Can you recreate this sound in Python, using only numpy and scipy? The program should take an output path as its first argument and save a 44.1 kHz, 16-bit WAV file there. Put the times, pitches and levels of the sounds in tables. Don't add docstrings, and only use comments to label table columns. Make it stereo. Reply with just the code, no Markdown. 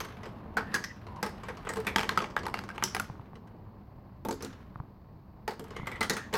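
import sys
import numpy as np
from scipy import signal
from scipy.fft import rfft, irfft
from scipy.io import wavfile

SR = 44100
rng = np.random.default_rng(int(sys.argv[2]) if len(sys.argv) > 2 else 0)


def wrap_up_sound(samples):
    columns = np.atleast_2d(samples).T
    tamed = np.clip(columns, -1, 1)
    steps = np.round(tamed * 32767).astype(np.int16)
    wavfile.write(sys.argv[1], SR, steps)


N = 280917
CUTOFF_HZ = 16000
SIDES = np.array([[1], [-1]])

# t/s, level/dB, weight/dB, brightness/dB, pan/dB (x0.52 per side), hollow f/Hz, ping f/Hz,
# first rebound gap/s, change per rebound/dB
RAPS = [(1.9602, -16, -4, 5, 1, 870, 3180, .023, -7.5), (1.993, -23, -2.5, 2.5, -1, 870, 3080, 0.018, -5.5),
        (2.032, -27, -5.5, 1, 1, 2280, 3070, 0.011, -7.5),
        (2.092, -17, -7.5, 1.5, -0.5, 1080, 3800, .013, -19.5),
        (2.175, -16.5, -2.5, 1, -2, 1310, 3360, 0.015, -10),
        (2.204, -30, -1, -9.5, -4, 1240, 3290, .019, -3), (2.243, -28.5, -7, -5, 0, 830, 3100, .015, -19),
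        (2.365, -21, 0.5, -5, 2, 1660, 3630, .012, -10.5),
        (2.466, -34.5, 10.5, 6.5, 3.5, 837, 4500, .017, -8.5),
        (2.541, -22, -7, -0.5, 0.5, 820, 4370, 0.032, -14.5),
        (2.59, -31, -3.5, 3.5, -2, 820, 4570, .048, -10), (2.69, -30.5, -5, -5, 3.5, 1410, 5000, .012, -6),
        (2.78, -31.5, 1, -4, -0.5, 810, 3040, .015, -18),
        (2.825, -24, 1, -7.5, -2.5, 820, 3000, 0.013, -18), (2.966, -28, 0, 2, 3.5, 783, 11200, 0.013, -17)]
THUNKS = [(4.25, -33, 3, -5.5, -3.5, 870, 3670, 0.017, -19),
          (4.286, -32.5, 3, -2, 1, 885, 6300, 0.017, -26),
          (4.309, -29.5, -5, -1, -3, 420, 7100, 0.017, -7.5),
          (4.424, -36, -6, 2.5, -5, 466, 5900, .008, -9), (4.447, -41.5, -0.5, 5.5, 0, 262, 7200, .02, -27),
          (5.595, -35.5, -3.5, -3.5, 0.5, 447, 3050, 0.046, -8.5)]


def from_db(db):
    return 10 ** (np.asarray(db) / 20)


def rms_one(x):
    return x / np.sqrt(np.mean(x ** 2) + 1e-20)


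def at_hz(points, hz):
    table_hz, values = np.array(points).T
    return np.interp(np.log(hz + 1e-6), np.log(table_hz), values)


def band(x, low_hz, high_hz):
    sos = signal.butter(2, [low_hz, high_hz], "band", fs=SR, output="sos")
    return signal.sosfilt(sos, x)


def dying(t, t60):
    return np.exp(-np.log(1000) * t / np.maximum(t60, 1e-3))


def resonate(x, hz, width_hz):
    r = np.exp(-np.pi * width_hz / SR)
    b = [(1 - r * r) / 2, 0, (r * r - 1) / 2]
    a = [1, -2 * r * np.cos(2 * np.pi * hz / SR), r * r]
    return signal.lfilter(b, a, x)


def contacts(tap_db, crack_db, rebound_db, crack_t60, blow_s):
    # low f/Hz, high f/Hz, gain/dB, ring length factor, side share, room/dB
    zones = [(136, 610, -2, 1.53, 0.052, -7.5), (670, 1527, -4, 1.3, 0.41, -10.5),
             (1143, 2390, -5.5, 0.88, 0.96, -9), (3190, 6140, -4, 0.71, 1, -8.5),
             (7200, 16000, -6, 0.38, 0.91, -7.5)]
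    hits = strikes()
    t = np.arange(SR // 14) / SR
    times, *zones_db, pan_db, ring_t60, hollow_hz, ping_hz = hits.T
    pan = from_db(0.52 * pan_db[:, None, None] * SIDES)
    since = t - rng.uniform(0.0013, 0.0062, (len(hits), 1, 1))
    second_touch = from_db(rebound_db) * (since > 0) * dying(np.abs(since), crack_t60)
    crack = from_db(crack_db) * dying(t, crack_t60)
    unevenness = flicker(t, count=len(hits))
    out = np.zeros((2, N))
    for zone_db, (low, high, gain_db, ring_factor, side_share, room_db) in zip(zones_db, zones):
        mid, side = np.moveaxis(rng.standard_normal((len(hits), 2, 1, len(t))), 1, 0)
        ringing = unevenness * dying(t, ring_factor * ring_t60[:, None, None])
        force = (mid + side_share * side * SIDES) * (crack + second_touch + ringing) + 1e-18
        force[:, :, 0] += from_db(tap_db)
        force = np.array([piece(*struck) for struck in zip(force, hollow_hz, ping_hz)])
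        blows = band(frame(force, low, high), low, high)
        power = np.mean(blows ** 2, axis=1)
        strength = np.sqrt(np.average(power, axis=1, weights=np.exp(-(t / blow_s) ** 2)))
        blows = blows * pan * (from_db(zone_db + gain_db) / strength)[:, None, None]
        direct = np.zeros((2, N + len(t)))
        for s, blow in zip(times, blows):
            start = np.clip(round(s * SR), 0, N)
            direct[:, start:start + len(t)] += blow
        direct = direct[:, :N]
        out += direct + from_db(room_db) * room(direct, np.sqrt(low * high), side_share)
    return out


def strikes(rebound_count=2, gap_shrink=.9, rebound_octaves=.15, tick_hz=1080, tick_ping_hz=2970):
    # thud, knock, clack, click, snap level/dB, ring t60/s (before zone factor)
    drop = (-4, -1, 0, -9.5, -10.5, 0.11)
    thunk = (-1.5, -2.5, -10, -5.5, -4, 0.07)
    clack = (-12.5, -6.5, 0, -9.5, -11.5, 0.13)
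    rap = (-12.5, 0, 1.5, -13.5, -19, 0.0158)
    snap = (-14, -4.5, 0, -3, -3.5, 0.03)
    tick = (-3.5, -5, -0.5, -8, -22.5, 0.11)
    drops = [(1.228, -24, -5, 2, 1.5, 850, 5150, 0.034, -9.5),
             (1.485, -32, -2, -9, 2, 480, 6100, 0.015, -24),
             (1.65, -44.5, 4, -4.5, 3.5, 456, 3410, .012, -14.5),
             (1.67, -36, 5.5, -19, 3.5, 428, 2960, .02, -12.5),
             (1.769, -39, 8.5, 2, -1.5, 438, 4200, .033, -14),
             (5.478, -27, -0.5, -0.5, -1.5, 843, 4880, 0.03, -10.5)]
    clacks = [(.003, -30, 1, 3, -2, 1040, 3130, .044, -10.5),
              (0.569, -20.5, 1.5, -8, -0.5, 1533, 4960, .004, -5.5),
              (.742, -20, -6, 3, 2, 1700, 6330, 0.0097, -28),
              (.758, -32.5, 4, -3, 0, 1870, 5390, .012, -16),
              (0.84, -25.5, -29, 3, -1, 1850, 5760, .01, -32),
              (1.691, -32, 4.5, 5, 5.5, 1915, 8100, 0.0092, -20),
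              (1.868, -22, -3.5, -1.5, 1.5, 2320, 3570, .019, -12.5),
              (5.87, -29, 1.5, -3, 1, 2090, 3180, .046, -7),
              (6.008, -21, 3, -1.5, -3.5, 2040, 4130, .021, -22),
              (6.028, -29.5, -3.5, 7, 3.5, 1370, 3150, .012, -25),
              (6.097, -21, -2, 5.5, -2, 1880, 6600, .037, -12.5),
              (6.167, -29, -2, 1.5, 3.5, 1390, 3330, .015, -13),
              (6.338, -23, 4, 1, -1.5, 422, 4330, .016, -6)]
    snaps = [(1.736, -39, 2, -1, 9.5, 507, 8400, 0.023, -8),
             (1.802, -43.5, 1, 0.5, 2, 336, 3140, 0.017, -19),
             (2.838, -24, -4, 7.5, -1.5, 363, 5535, .012, -18.5),
             (2.948, -22.5, -2, -4.5, 0.5, 770, 5040, .018, -21),
             (2.998, -24, -1.5, -3, 1, 1410, 10900, .02, -24.5)]
    # t/s, level/dB, pan/dB (x0.52 per side)
    ticks = [(.233, -40, 1), (.256, -42, 7), (1.067, -44, -2), (1.161, -46.5, 5), (1.434, -40.5, 4),
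             (1.571, -41, -1), (1.758, -38, 5), (1.848, -45, 9), (2.156, -45, 6), (2.454, -37, 0),
             (2.638, -45, 0.5), (3.355, -48.5, 0), (3.473, -56, 5.5), (4.406, -42.5, 0),
             (4.528, -51.5, -16.5), (5.706, -42, -1), (5.764, -37, 4.5), (5.96, -48, -5), (6.328, -33.5, 3)]
    weight_shares = np.array((.8, 0.9, 0.048, 0.0058, 0.34))
    bright_shares = np.array((0.25, 0, 0.04, 1.31, 1))
    rows = []
    kinds = (drop, drops), (thunk, THUNKS), (clack, clacks), (rap, RAPS), (snap, snaps)
    for (*zones_db, t60), blows in kinds:
        for s, level_db, weight_db, bright_db, pan_db, hollow_hz, ping_hz, gap_s, change_db in blows:
            colour_db = zones_db + weight_db * weight_shares + bright_db * bright_shares
            octaves = rebound_octaves * rng.standard_normal(rebound_count).clip(-2, 2)
            for k, shift in enumerate([1, *2 ** octaves]):
                hit_db = level_db + k * change_db + colour_db
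                rows.append((s, *hit_db, pan_db, t60, hollow_hz * shift, ping_hz * shift))
                s += gap_s * gap_shrink ** k
    *zones_db, t60 = tick
    for s, level_db, pan_db in ticks + jiggles():
        rows.append((s, *np.add(zones_db, level_db), pan_db, t60, tick_hz, tick_ping_hz))
    return np.array(rows)


def jiggles(count=2, relative_db=-18.5, spread_db=2.5, mean_delay_s=.035):
    rows = []
    for s, level_db, _, _, pan_db, *_ in RAPS:
        for _ in range(count):
            tick_s = s + mean_delay_s * rng.uniform(0, 2)
            tick_db = level_db + relative_db + spread_db * rng.standard_normal()
            rows.append((tick_s, tick_db, pan_db))
    return rows


def flicker(t, count, depth_db=2.5, step_s=.002):
    steps_s = np.arange(64) * step_s
    swings = rng.standard_normal((count, len(steps_s)))
    return np.array([[from_db(depth_db * np.interp(t, steps_s, row))] for row in swings])


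def piece(force, hollow_hz, ping_hz, hollow_db=9, ping_db=6, overtone_db=6, hollow_q=12, ping_q=11):
    out = force + from_db(hollow_db) * resonate(force, hollow_hz, hollow_hz / hollow_q)
    out += from_db(ping_db) * resonate(force, ping_hz, ping_hz / ping_q)
    for hz in rng.uniform(2360, 13500, size=3):
        out += from_db(overtone_db) * resonate(force, hz, hz / (2 * ping_q))
    return out


def frame(force, low_hz, high_hz, spread_db=2):
    # f/Hz, width/Hz, mean lift/dB
    resonances = [(185, 48, 9), (261.5, 3.3, 4), (370, 40, 3.5), (446, 40, 8.5), (895, 50, 5.5),
                  (1210, 120, -6), (1590, 100, -2.5), (1980, 41, -4.5), (3140, 53, -9.5), (5200, 480, -24),
                  (7770, 960, 0.5), (11400, 670, -11)]
    out = force.copy()
    strengths_db = spread_db * rng.standard_normal((len(force), len(resonances)))
    for (hz, width_hz, lift_db), own_db in zip(resonances, strengths_db.T):
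        if low_hz < hz < high_hz:
            out += resonate(force, hz, width_hz) * from_db(lift_db + own_db)[:, None, None]
    return out


def room(x, hz, side_share, build_s=0.00067):
    # f/Hz, t60/s
    room_t60 = [(150, 0.2), (1000, 0.18), (3000, .44), (6000, 0.33), (14000, 0.13)]
    t = np.arange(SR // 2) / SR
    mid, side = rng.standard_normal((2, len(t)))
    envelope = dying(t, at_hz(room_t60, hz)) * (1 - np.exp(-t / build_s))
    tail = (mid + side_share * side * SIDES) * envelope
    return signal.fftconvolve(x, rms_one(tail) / np.sqrt(len(t)), axes=1)[:, :N]


def plate(relative_db=-1, spread_db=1.3):
    # f/Hz, mean level/dB (rel. to thunk level + weight + relative_db), t60/s
    hz, mode_db, t60 = np.transpose([(269, -9, 0.37), (342, -5.5, 0.19), (426, -9.5, .1), (483, -11, 0.19),
                                     (876, -7, 0.079)])[:, :, None]
    out = np.zeros(N)
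    t = np.arange(SR // 3) / SR
    for s, level_db, weight_db, *_ in THUNKS:
        own_db = spread_db * rng.standard_normal(hz.shape)
        gain = from_db(level_db + weight_db + relative_db + mode_db + own_db)
        modes = gain * np.sin(2 * np.pi * hz * t) * dying(t, t60)
        start = round(s * SR)
        out[start:start + len(t)] += modes.sum(axis=0)
    return out


def knocks(knock_t60=0.0055, thump_hz=135, thump_t60=0.042, rise_s=0.00081):
    # t/s, note f/Hz, note level/dB (before +7 left, -2 right), thump level/dB
    knock_rows = [(3.099, 860, -23, -27.5), (3.155, 960, -33, -48), (3.196, 890, -27.5, -32.5),
                  (3.333, 895, -30, -37), (4.758, 1125, -23.5, -29.5), (4.801, 970, -22.5, -24.5),
                  (5.736, 1210, -31, -43), (5.798, 1060, -24, -29), (5.832, 980, -26.5, -25.5)]
    out = np.zeros((2, N))
    t = np.arange(SR // 5) / SR
    for s, hz, knock_db, thump_db in knock_rows:
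        note = from_db(knock_db) * np.sin(2 * np.pi * hz * t) * dying(t, knock_t60)
        thump = from_db(thump_db) * np.sin(2 * np.pi * thump_hz * t) * dying(t, thump_t60)
        start = round(s * SR)
        out[:, start:start + len(t)] += (note * from_db([[7], [-2]]) + thump) * (1 - np.exp(-t / rise_s))
    return out


def squeaks(upper_ratio=1.55):
    # t/s, f/Hz, level/dB (before mix gain)
    hammer_squeaks = [
        [(.6, 1810, -49), (.72, 1817, -50), (.77, 1777, -37), (.81, 1830, -65), (.85, 1980, -56),
         (.93, 1840, -41)],
        [(5.75, 2080, -39), (5.84, 2090, -50.5), (5.9, 2110, -50), (5.96, 2000, -38), (6.06, 2020, -87),
         (6.15, 1817, -45), (6.21, 1755, -42), (6.31, 1755, -55)],
    ]
    # t/s, f/Hz, level/dB (before mix gain)
    low_squeak = [(1.06, 990, -45), (1.12, 1000, -41), (1.21, 992, -35)]
    main, upper = 0, 0
    for rows in hammer_squeaks:
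        main = main + squeak(rows, width_hz=190)
        upper_rows = [(s, upper_ratio * hz, db) for s, hz, db in rows]
        upper = upper + squeak(upper_rows, width_hz=600)
    low = squeak(low_squeak, width_hz=85)
    return from_db(-2) * main + from_db(-16.5) * upper + from_db(-6) * low


def squeak(rows, width_hz, fade_s=0.018):
    t = np.arange(N) / SR
    s, hz, level_db = np.transpose(rows)
    gate = np.clip(np.minimum(t - s[0], s[-1] - t) / fade_s, 0, 1)
    slips = rng.standard_normal((2, N)) + 1j * rng.standard_normal((2, N))
    wobble = signal.sosfilt(signal.butter(2, width_hz / 2, fs=SR, output="sos"), slips)
    phase = 2 * np.pi * np.cumsum(np.interp(t, s, hz)) / SR
    tone = np.real(wobble * np.exp(1j * phase))
    return rms_one(tone) * gate * from_db(np.interp(t, s, level_db))


def gears(rolling_db):
    # f/Hz, relative density/dB per Hz
    rolling = [(120, -19), (200, 5.5), (318, -5.5), (395, -7.5), (427, -2), (457, -5), (1060, -5.5),
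               (1360, -17), (3000, -32), (3900, -52), (6600, -120)]
    return from_db(rolling_db + 2.5) * friction(rolling, slips_per_s=81, size_db=-2.5, smooth=3.3)


def axles(rubbing_db):
    # f/Hz, relative density/dB per Hz
    rubbing = [(710, -27), (1200, 5.5), (1590, 3.5), (2100, -0.5), (2720, -4.5), (3140, -7), (3960, -9.5),
               (7700, -28), (9160, -30), (12000, -20.5), (15600, -44.5), (22000, -120)]
    return from_db(rubbing_db + 0.5) * friction(rubbing, slips_per_s=400, size_db=8.0, smooth=0.94)


def friction(spectrum, slips_per_s, size_db, smooth):
    sizes_db = size_db * np.minimum(rng.exponential(1, N), 4)
    slips = (rng.random(N) < slips_per_s / SR) * from_db(sizes_db)
    shaking = signal.lfilter([1], [1, -np.exp(-1 / (0.0072 * SR))], slips)
    return coloured(rng.standard_normal((2, N)) * (smooth + rms_one(shaking)), spectrum)


def coloured(source, spectrum):
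    # f/Hz, correlation
    likeness = [(40, 0.87), (200, 0.92), (600, 0.11), (1500, 0.083), (5000, 0.043)]
    hz = np.fft.rfftfreq(N, 1 / SR)
    alike = np.clip(at_hz(likeness, hz), 0, 1)
    inside = (hz > spectrum[0][0]) * (hz < spectrum[-1][0])
    mid, side = rfft(source) * from_db(at_hz(spectrum, hz)) * inside
    return rms_one(irfft(np.sqrt(1 + alike) * mid + np.sqrt(1 - alike) * side * SIDES, N))


def rumble(rolling_db, mean_effort_db=-48.5, follow_share=.4):
    # f/Hz, relative density/dB per Hz
    spectrum = [(12, -44.5), (20, -14), (37, -3), (59, -1), (97, 3.5), (114, 2), (140, -3), (214, -4.5),
                (275, -16.5), (307, -9), (400, -16.5), (520, -49), (880, -120)]
    level_db = mean_effort_db + follow_share * (rolling_db - rolling_db.mean())
    return from_db(level_db) * coloured(rng.standard_normal((2, N)), spectrum)


def hiss(level_db=-76):
    # f/Hz, relative density/dB per Hz
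    spectrum = [(880, -29), (1500, -9.5), (1550, -4), (3280, -16), (4460, -8), (5710, -20.5), (10300, -32),
                (13100, -14), (16000, -15.5)]
    return from_db(level_db) * coloured(rng.standard_normal((2, N)), spectrum)


def scene():
    # t/s, gear rolling level/dB (before +2.5), axle rubbing level/dB (before +0.5)
    s, *columns = np.transpose([(0.0, -50.5, -52), (0.6, -48.5, -65), (0.74, -47, -49), (0.9, -54, -60),
                                (1.21, -50, -57.5), (1.65, -50.5, -55.5), (2.06, -45.5, -50),
                                (2.5, -50.5, -74), (2.87, -50.5, -52), (3.12, -54, -60.5), (3.49, -56, -76),
                                (4.28, -58.5, -77), (4.43, -54.5, -53), (5.02, -60, -81.5),
                                (5.52, -58.5, -77), (5.64, -54, -59), (6.01, -49.5, -56),
                                (6.37, -53.5, -59)])
    rolling_db, rubbing_db = [np.interp(np.arange(N) / SR, s, column) for column in columns]
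    blows = contacts(tap_db=11.5, crack_db=-7, rebound_db=-13.0, crack_t60=0.0097, blow_s=0.0062)
    events = blows + plate() + knocks() + squeaks()
    return events + gears(rolling_db) + axles(rubbing_db) + rumble(rolling_db) + hiss()


def record(dry):
    # f/Hz, left-right difference/dB
    ports = [(60, 3.5), (250, 0.5), (700, 0.7), (1500, 4), (2400, 1), (3400, -3), (5400, -5), (7200, -3),
             (8100, 9), (10000, 5.5), (15000, 4)]
    hz = np.fft.rfftfreq(2 * N, 1 / SR)
    heard = irfft(rfft(dry, 2 * N) * from_db(at_hz(ports, hz) * SIDES / 2))[:, :N]
    return signal.sosfilt(signal.ellip(10, .2, 80, CUTOFF_HZ, fs=SR, output="sos"), heard)


dry = scene()
out = record(dry)
wrap_up_sound(out)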